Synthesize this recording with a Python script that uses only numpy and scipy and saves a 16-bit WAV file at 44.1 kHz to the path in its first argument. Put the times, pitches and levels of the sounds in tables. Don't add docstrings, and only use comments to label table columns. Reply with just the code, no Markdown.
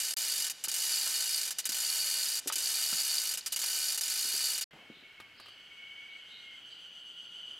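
import sys
import numpy as np
from scipy import signal
from scipy.fft import rfft, irfft, next_fast_len
from scipy.io import wavfile
from scipy.ndimage import uniform_filter1d

SR = 44100
rng = np.random.default_rng(int(sys.argv[2]) if len(sys.argv) > 2 else 0)


def dump(signal):
    limited = np.clip(np.atleast_2d(signal).T, -1, 1)
    pcm = np.round(limited * 32767).astype(np.int16)
    wavfile.write(sys.argv[1], SR, pcm)


N = 334719
TIME = np.arange(N) / SR

# start_s, end_s, first_speed [teeth/s], acceleration [teeth/s^2],
# top_speed [teeth/s], final_speed [teeth/s], pawl_db [relative], jingle_db [before the swing]
PULLS = [(0.001, 0.136, 57, 234, 74, 28.5, -1, -42.5), (0.168, 0.498, 60, 220, 60, 25.2, 0.65, -38.5),
         (0.639, 1.507, 17.4, 236, 76.6, 26.5, 0.45, -39.5), (1.585, 2.388, 6.14, 239, 82, 70, 0.1, -39.5),
         (2.474, 3.374, 13.3, 270, 80, 20, 0.5, -39.5), (3.461, 3.976, 9.6, 208, 74, 26, 0.2, -39),
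         (4.010, 4.611, 39.8, 103, 71, 23.8, 0, -38.5)]
# pitch_hz, width_hz, level_db [above the clatter around them]
CASING = [(1300, 45, 8), (1507, 55, 11), (1700, 60, 5), (1815, 50, 7), (2130, 45, 4), (2403, 48, 9),
          (2890, 90, 11), (2990, 90, 9), (3634, 45, 8), (3848, 55, 6), (4680, 110, 8), (5110, 130, 6),
          (5560, 50, 5), (5990, 130, 6), (6190, 90, 4), (6448, 65, 5), (6777, 70, 5), (6993, 80, 9),
          (7368, 70, 7), (7590, 45, 4), (8088, 65, 7), (8283, 45, 5), (8540, 150, 5), (9280, 95, 6),
          (9859, 32, 10), (10411, 48, 9), (11080, 240, 6), (11800, 130, 4), (12500, 140, 6),
          (14300, 110, 5)]
# [relative, per Hz]
CLATTER = [(100, -29), (400, -13.5), (900, -9), (1150, -12), (2000, -4.5), (3400, -1.5), (4500, 2),
           (5600, 2.5), (7000, 2.5), (8800, 2.5), (9700, -0.5), (11100, 1), (13000, -2.5), (14600, -7.5),
           (15800, -12.5), (16200, -28.5)]
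# pitch_hz, level_db [relative], t60_s [time to fade by 60 dB]
LINKS = [(4280, 11, 0.023), (4360, 18, 0.025), (4500, 20, 0.025), (4536, 20.5, 0.02), (4633, 21, 0.03),
         (4680, 16, 0.025), (5090, 17.5, 0.025)]
# start_s, end_s
SILENCES = [(0.14, .165), (4.642, 4.709)]


def from_db(db):
    return 10 ** (np.asarray(db) / 20)


def rms_one(x):
    return x / np.sqrt(np.mean(x ** 2) + 1e-20)


def in_time(rows):
    s, *columns = np.transpose(rows)
    return [np.interp(TIME, s, column) for column in columns]


def colour(x, spectrum):
    hz, db = np.transpose(spectrum)
    size = next_fast_len(N)
    bins = np.maximum(np.fft.rfftfreq(size, 1 / SR), 1)
    gain = from_db(np.interp(np.log(bins), np.log(hz), db))
    return irfft(rfft(x, size) * gain, size)[:N]


def noise(spectrum):
    return rms_one(colour(rng.standard_normal(N), spectrum))


def high_pass(x, hz):
    return signal.sosfilt(signal.butter(2, hz, "high", fs=SR, output="sos"), x)


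def resonate(x, hz, width_hz):
    edges = np.clip([hz - width_hz / 2, hz + width_hz / 2], 10, SR / 2 - 100)
    return rms_one(signal.sosfilt(signal.butter(2, edges, "band", fs=SR, output="sos"), x))


def ring(clicks, hz, t60):
    decay = from_db(-60 / (t60 * SR))
    turn = 2 * np.pi * hz / SR
    return signal.lfilter([0, np.sin(turn)], [1, -2 * decay * np.cos(turn), decay ** 2], clicks + 1e-18)


def drift(rate):
    knots = rng.standard_normal(int(N / SR * rate) + 2)
    return np.interp(TIME * rate, np.arange(len(knots)), knots)


def fade(start, t60):
    return (TIME >= start) * from_db(-60 * np.clip((TIME - start) / t60, 0, 2))


def stereo(mid, side):
    return np.array([mid + side, mid - side])


def pull_at(times):
    start, *_, pawl_db, jingle_db = np.transpose(PULLS)
    k = np.maximum(np.searchsorted(start, times, side="right") - 1, 0)
    return times - start[k], pawl_db[k], jingle_db[k]


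def hoist(swing_db=-57, side_db=-16.0, echo_db=-42, echo_s=.011):
    # start_s, end_s
    hushed = [(2.401, 2.472)]
    # pitch_hz, level_db [relative]
    side_colour = [(60, -1), (92, 4), (140, -4.5), (210, -13), (330, -24), (500, -20), (770, -44),
                   (1170, -60), (1790, -67), (2740, -46), (4190, -7), (6410, -2.5), (9810, -36),
                   (15000, -58)]
    teeth = tooth_times()
    sounding = 1 - sum((TIME > a) & (TIME < b) for a, b in hushed)
    rustle = colour(casing_noise(), [(3000, 10.0), (6000, 5.5), (12000, -1.5), (16000, -4)])
    working = pawl(teeth) + hand_chain(teeth) + casing_ring(teeth)
    sound = (working * sounding + from_db(swing_db) * rustle) * (TIME < SILENCES[-1][0])
    skew = signal.hilbert(colour(sound, side_colour), next_fast_len(N))[:N].imag
    echo = np.interp(TIME - echo_s, TIME, sound)
    side = from_db(side_db) * skew + from_db(echo_db) * echo
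    return stereo(sound, side) * from_db([[-.15], [.15]])


def tooth_times(unsteady=.1, unsteady_per_s=25, tire_teeth_per_s2=45, brake_teeth_per_s2=400):
    times = []
    wobble = 1 + unsteady * drift(unsteady_per_s)
    for start, end, first, acceleration, top, final, _, _ in PULLS:
        during = (TIME >= start) & (TIME <= end)
        age, length = TIME[during] - start, end - start
        speeding = first + acceleration * age
        tiring = (top - tire_teeth_per_s2 * (age - (top - first) / acceleration)) * wobble[during]
        braking = final + brake_teeth_per_s2 * (length - age)
        speed = np.min([speeding, tiring, braking], axis=0)
        turned = np.cumsum(np.maximum(speed, 1)) / SR
        count = round(turned[-1])
        turned = turned + (count - turned[-1]) * np.clip(3 * age / length - 1, 0, 1)
        times += list(np.interp(np.arange(count + 1), turned, age + start))
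    return np.array(times)


def pawl(teeth, level_db=-31.5, crack_db=-13.0, crack_s=0.00028, buzz_s=0.02,
         sag_db_per_s=270, die_db_per_s=1200, slow_db=1.5, scatter_db=.5, grain_db=1.1,
         tilt_db=0.5, dull_db_per_s=110, bright_hz=7000, low_cut_hz=260,
         ease_after_s=0.59, ease_db_per_s=5.5):
    gaps = np.clip(np.diff(teeth, prepend=-1), .01, .07)
    since, pull_db, _ = pull_at(teeth)
    easing = ease_db_per_s * np.maximum(since - ease_after_s, 0)
    slowness = slow_db * np.log(gaps / 0.029)
    force = from_db(pull_db - easing + slowness + rng.normal(0, scatter_db, len(teeth)))
    last = np.searchsorted(teeth, TIME, side="right") - 1
    age = np.minimum(np.abs(TIME - teeth[last]), 1)
    buzz = from_db(-sag_db_per_s * age - die_db_per_s * np.maximum(age - buzz_s, 0))
    crack = from_db(crack_db) * np.exp(-age / crack_s)
    contact = uniform_filter1d(force[last] * buzz * (1 + crack), size=24)
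    metal = casing_noise()
    low = signal.sosfiltfilt(signal.butter(2, bright_hz, fs=SR, output="sos"), metal)
    bright = from_db(rng.normal(1, tilt_db, len(teeth))[last] - dull_db_per_s * age)
    swell = 1 - 0.54 * np.exp(-age / 0.0028)
    grain = from_db(level_db + grain_db * drift(1500))
    clatter = (low * swell + (metal - low) * bright) * contact * grain
    return high_pass(clatter, low_cut_hz)


def casing_noise():
    size = next_fast_len(N)
    bins = np.fft.rfftfreq(size, 1 / SR)
    power = 1
    for hz, width, db in CASING:
        power = power + (from_db(db) ** 2 - 1) / (1 + ((bins - hz) / width * 2) ** 2) ** 1.5
    return rms_one(irfft(rfft(noise(CLATTER), size) * np.sqrt(np.abs(power)), size)[:N])


def casing_ring(teeth, level_db=-93, spread_db=5.0, linger=1.25, low_cut_hz=500):
    at, out = np.clip((teeth * SR).astype(int), 0, N - 1), 0
    chance = rng.standard_normal((len(at), len(CASING), 2))
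    for k, (hz, width, db) in enumerate(CASING):
        mode_db = level_db + db + np.interp(hz, *np.transpose(CLATTER))
        scatter = spread_db * np.minimum(chance[:, k, 0], 2)
        blows = np.zeros(N)
        blows[at] = from_db(mode_db + scatter) * np.sign(chance[:, k, 1])
        t60 = linger * np.log(1000) / (np.pi * width)
        out = out + width * ring(blows, hz, t60)
    return high_pass(out, low_cut_hz)


def hand_chain(teeth, taps_per_s=45, spread_db=6.0, brisk_teeth_per_s=58, speed_power=1.62,
               detune=0.01, low_cut_hz=1800, swing_at_s=0.54, swing_width_s=0.17, swing_db=3):
    tooth = np.clip(np.searchsorted(teeth, TIME) - 1, 0, len(teeth) - 2)
    gap = np.diff(teeth)[tooth]
    speed = uniform_filter1d(1 / np.maximum(gap, .005), size=700)
    out = 0
    for hz, db, t60 in LINKS:
        for offset in (-1, 0, 1):
            at, taps = np.flatnonzero(rng.random(N) < taps_per_s / SR), np.zeros(N)
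            strength = from_db(db + rng.normal(0, spread_db, len(at)))
            taps[at] = strength * rng.choice([-1, 1], len(at))
            out = out + ring(taps, hz * (1 + detune * offset), t60)
    out = high_pass(out, low_cut_hz)
    age, _, jingle_db = pull_at(TIME)
    swing = np.exp(-.5 * ((age - swing_at_s) / swing_width_s) ** 2)
    briskness = np.minimum(speed / brisk_teeth_per_s, 1) ** speed_power
    return rms_one(out) * from_db(jingle_db + swing_db * swing) * briskness


def link_clacks(t60=0.027, spread_hz=900):
    # start_s, level_db
    clacks = [(1.643, -39), (3.409, -38), (3.497, -47), (3.507, -46), (3.520, -33.5)]
    pitch_hz = np.mean([hz for hz, _, _ in LINKS])
    burst = resonate(rng.standard_normal(N), pitch_hz, spread_hz)
    return burst * sum(from_db(db) * fade(s, t60) for s, db in clacks)


def basket_knocks(t60=0.043):
    # start_s, level_db [relative]
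    knocks = [(0.674, -45), (1.069, -40), (2.5, -33), (2.516, -42), (2.928, -41), (3.638, -39)]
    # pitch_hz, width_hz, level_db [relative]
    basket = [(600, 320, -11.5), (930, 185, -4.5), (1250, 280, -2), (2799, 1600, -1)]
    white = rng.standard_normal(N)
    body = sum(from_db(db) * resonate(white, hz, width) for hz, width, db in basket)
    return body * sum(from_db(db) * fade(s, t60) for s, db in knocks)


def clinks(t60=.08):
    # start_s, level_db [relative]
    shifts = [(5.201, -47), (5.399, -49), (5.459, -55), (5.484, -55)]
    # pitch_hz, level_db [relative]
    burst_colour = [(40, -16), (200, 4.5), (1300, 6.5), (4000, 5), (6000, -6), (11000, -5.5), (16000, -17)]
    # pitch_hz, level_db [relative to the clink], t60_s
    tripod_modes = [(104, -21, .6), (1140, -16, .4), (1225, 0.5, .04), (1550, -6, .03)]
    blows = np.zeros(N)
    for s, db in shifts:
        blows[int(s * SR)] = from_db(db)
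    tripod = sum(from_db(db) * ring(blows, hz, ring_s) for hz, db, ring_s in tripod_modes)
    return tripod + noise(burst_colour) * sum(from_db(db) * fade(s, t60) for s, db in shifts)


def thuds(level_db=-2.5, width_share=0.75, push_s=.0026, crumble_db=-7, crumble_t60=0.11):
    # start_s, level_db [relative], pitch_hz
    soil_thuds = [(0.676, -50.5, 261), (1.692, -47, 268), (2.46, -36.5, 325), (2.560, -47, 404),
                  (2.926, -41, 213.8), (4.251, -49, 320), (4.341, -47, 357.3), (4.735, -52.5, 200),
                  (4.900, -43, 261), (4.969, -56, 240), (5.025, -53, 280)]
    white, out = rng.standard_normal(N), 0
    for s, db, hz in soil_thuds:
        edges = hz * np.exp(np.array([-.5, .5]) * width_share)
        force = from_db(crumble_db) * white * fade(s, crumble_t60)
        force[int(s * SR)] += np.sqrt(push_s * SR)
        body = signal.butter(2, edges, "band", fs=SR, output="sos")
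        evened = signal.sosfilt(body, force + 1e-18) / np.sqrt(2 * np.diff(edges) / SR)
        out = out + from_db(db + level_db) * evened
    return out


def scuff(start_s=4.732, level_db=-56.5, t60_s=0.85):
    soil = noise([(60, -14), (200, 2), (700, 1), (2000, -10), (7000, -21), (16000, -36)])
    return from_db(level_db) * fade(start_s, t60_s) * soil


def rattling_cicada(buckles_per_s=248, throbs_per_s=7.5, first_throb_s=6.3, side_db=-11, pan_db=0.0,
                    start_s=5.44, level_db=-57, swell_db_per_s=4.5):
    # pitch_hz, width_hz, level_db [relative], dip_depth [0-1, between syllables]
    abdomen = [(1425, 92, -20, 0.2), (2941, 112, -1, 0.3), (3046, 93, 0, 0.35), (3163, 207, -4.5, 0.25),
               (4470, 80, -21, 0.4), (4640, 310, -19.5, .6), (6110, 310, -21.5, 0.7), (6340, 390, -27, 1),
               (7500, 310, -27.5, 0.8), (7780, 240, -25, 1), (9300, 460, -29, 0.9),
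               (11000, 1200, -32.5, 0.8)]
    cycle = np.cumsum(buckles_per_s * (1 + 0.057 * drift(60))) / SR % 1
    pulses = rng.standard_normal((2, N)) * (0.75 + np.exp(-cycle / 0.43))
    dip = np.sin(np.pi * throbs_per_s * (TIME - first_throb_s) + 0.21 * drift(5)) ** 2
    song = 0
    for hz, width, db, depth in abdomen:
        syllables = 1 - np.clip(depth, 0, 1) * dip ** 2 * (0.55 + 0.23 * drift(25))
        song = song + from_db(db) * resonate(pulses, hz, width) * syllables
    mid, side = song
    loudness = from_db(level_db + swell_db_per_s * (TIME - start_s)) * (TIME > start_s)
    return stereo(mid, from_db(side_db) * side) * loudness * from_db([[pan_db / 2], [-pan_db / 2]])


def droning_cicada(blur_hz=55, blur=0.95, pan_db=1.0, level_db=0.5):
    # time_s, pitch_hz, level_db [relative]
    drone = [(4.77, 2080, -65), (4.806, 2217, -61), (5.25, 2203, -60), (5.494, 2202, -75),
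             (5.784, 2219, -55), (6.168, 2230, -51.5), (6.256, 2173, -60), (6.546, 2142, -57),
             (6.63, 2150, -72)]
    hz, db = in_time(drone)
    phase = 2 * np.pi * np.cumsum(hz) / SR
    note = (1 + blur * drift(2 * blur_hz)) * np.sin(phase) + blur * drift(2 * blur_hz) * np.cos(phase)
    side = 0.47 * drift(blur_hz) * np.cos(phase)
    singing = (TIME > SILENCES[-1][1]) & (TIME < drone[-1][0])
    pan = from_db([[pan_db / 2], [-pan_db / 2]])
    return stereo(note, side) * from_db(db + level_db) * singing * pan


def far_bird(warble_per_s=300, warble_depth=0.075, wood_t60=0.62, level_db=7.0):
    # middle_s, pitch_hz, spread_s [of the bell-shaped loudness], level_db [relative]
    calls = [(4.946, 3880, 0.023, -62), (5.401, 4400, 0.032, -59.5), (6.11, 3950, 0.025, -68),
             (6.326, 3870, 0.033, -58), (6.707, 4400, 0.012, -59.5)]
    notes, warble = 0, 1 + warble_depth * drift(warble_per_s)
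    for s, hz, spread, db in calls:
        bell = np.exp(-.5 * ((TIME - s) / spread) ** 2)
        notes = notes + from_db(db) * bell * np.sin(2 * np.pi * np.cumsum(hz * warble) / SR)
    tails = rng.standard_normal((2, SR // 2)) * fade(0, wood_t60)[:SR // 2]
    mid, side = [signal.fftconvolve(notes, tail / np.linalg.norm(tail))[:N] for tail in tails]
    return stereo(mid, 0.3 * side) * from_db(level_db)


def air_and_chorus():
    # [relative, per Hz]
    air_colour, chorus_colour = [(20, -5), (60, -0.5), (150, 4), (300, 4.5), (600, 2.5), (1100, 0.5),
                                 (3000, 4.5), (6000, -14.5), (10000, -16.5), (13000, -19), (16000, -27)], [(1000, -25), (1450, -2), (1900, -4), (2500, -2), (2900, 3),
                                              (3150, 6), (3500, -15.5), (4500, -13), (5500, -20),
                                              (9000, -28.5), (16000, -45)]
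    # time_s, level_db
    air_level, chorus_level = [(0, -64), (7.2, -64), (7.59, -61)], [(0.6, -82), (4.6, -63.5), (4.8, -58.5), (6.6, -58.5),
                                               (7.2, -67)]
    # pitch_hz, level_db [side against middle]
    side_width = [(60, -7), (100, -10), (180, -7.5), (310, -8), (550, -9), (950, -11), (1650, -20),
                  (2860, -16), (4970, -5.5), (8640, -15), (15000, -13)]
    (air_db,), (chorus_db,) = in_time(air_level), in_time(chorus_level)
    mid, side = [from_db(air_db) * noise(air_colour) + from_db(chorus_db) * noise(chorus_colour)
                 for _ in range(2)]
    return stereo(mid, colour(side, side_width))


def whine(pitch_hz=14290, level_db=-84):
    return from_db(level_db) * np.sin(2 * np.pi * pitch_hz * TIME)


def scene():
    work = hoist() + link_clacks() + basket_knocks() + clinks() + thuds() + scuff()
    return work + rattling_cicada() + droning_cicada() + far_bird() + air_and_chorus() + whine()


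def record(dry, limit_db=-25.0, squeeze=.7, cutoff_hz=16100):
    power = uniform_filter1d(np.mean(dry ** 2, axis=0), size=130)
    level_db = 10 * np.log10(np.abs(power) + 1e-12)
    excess_db = uniform_filter1d(np.maximum(level_db - limit_db, 0), size=64)
    gain = from_db(-np.clip(squeeze, 0, 1) * excess_db)
    live = 1. - sum((TIME > a) & (TIME < b) for a, b in SILENCES)
    top_cut = signal.ellip(12, .1, 80, cutoff_hz, fs=SR, output="sos")
    return signal.sosfilt(top_cut, dry * gain * uniform_filter1d(live, size=64))


dry = scene()
out = record(dry)
dump(out)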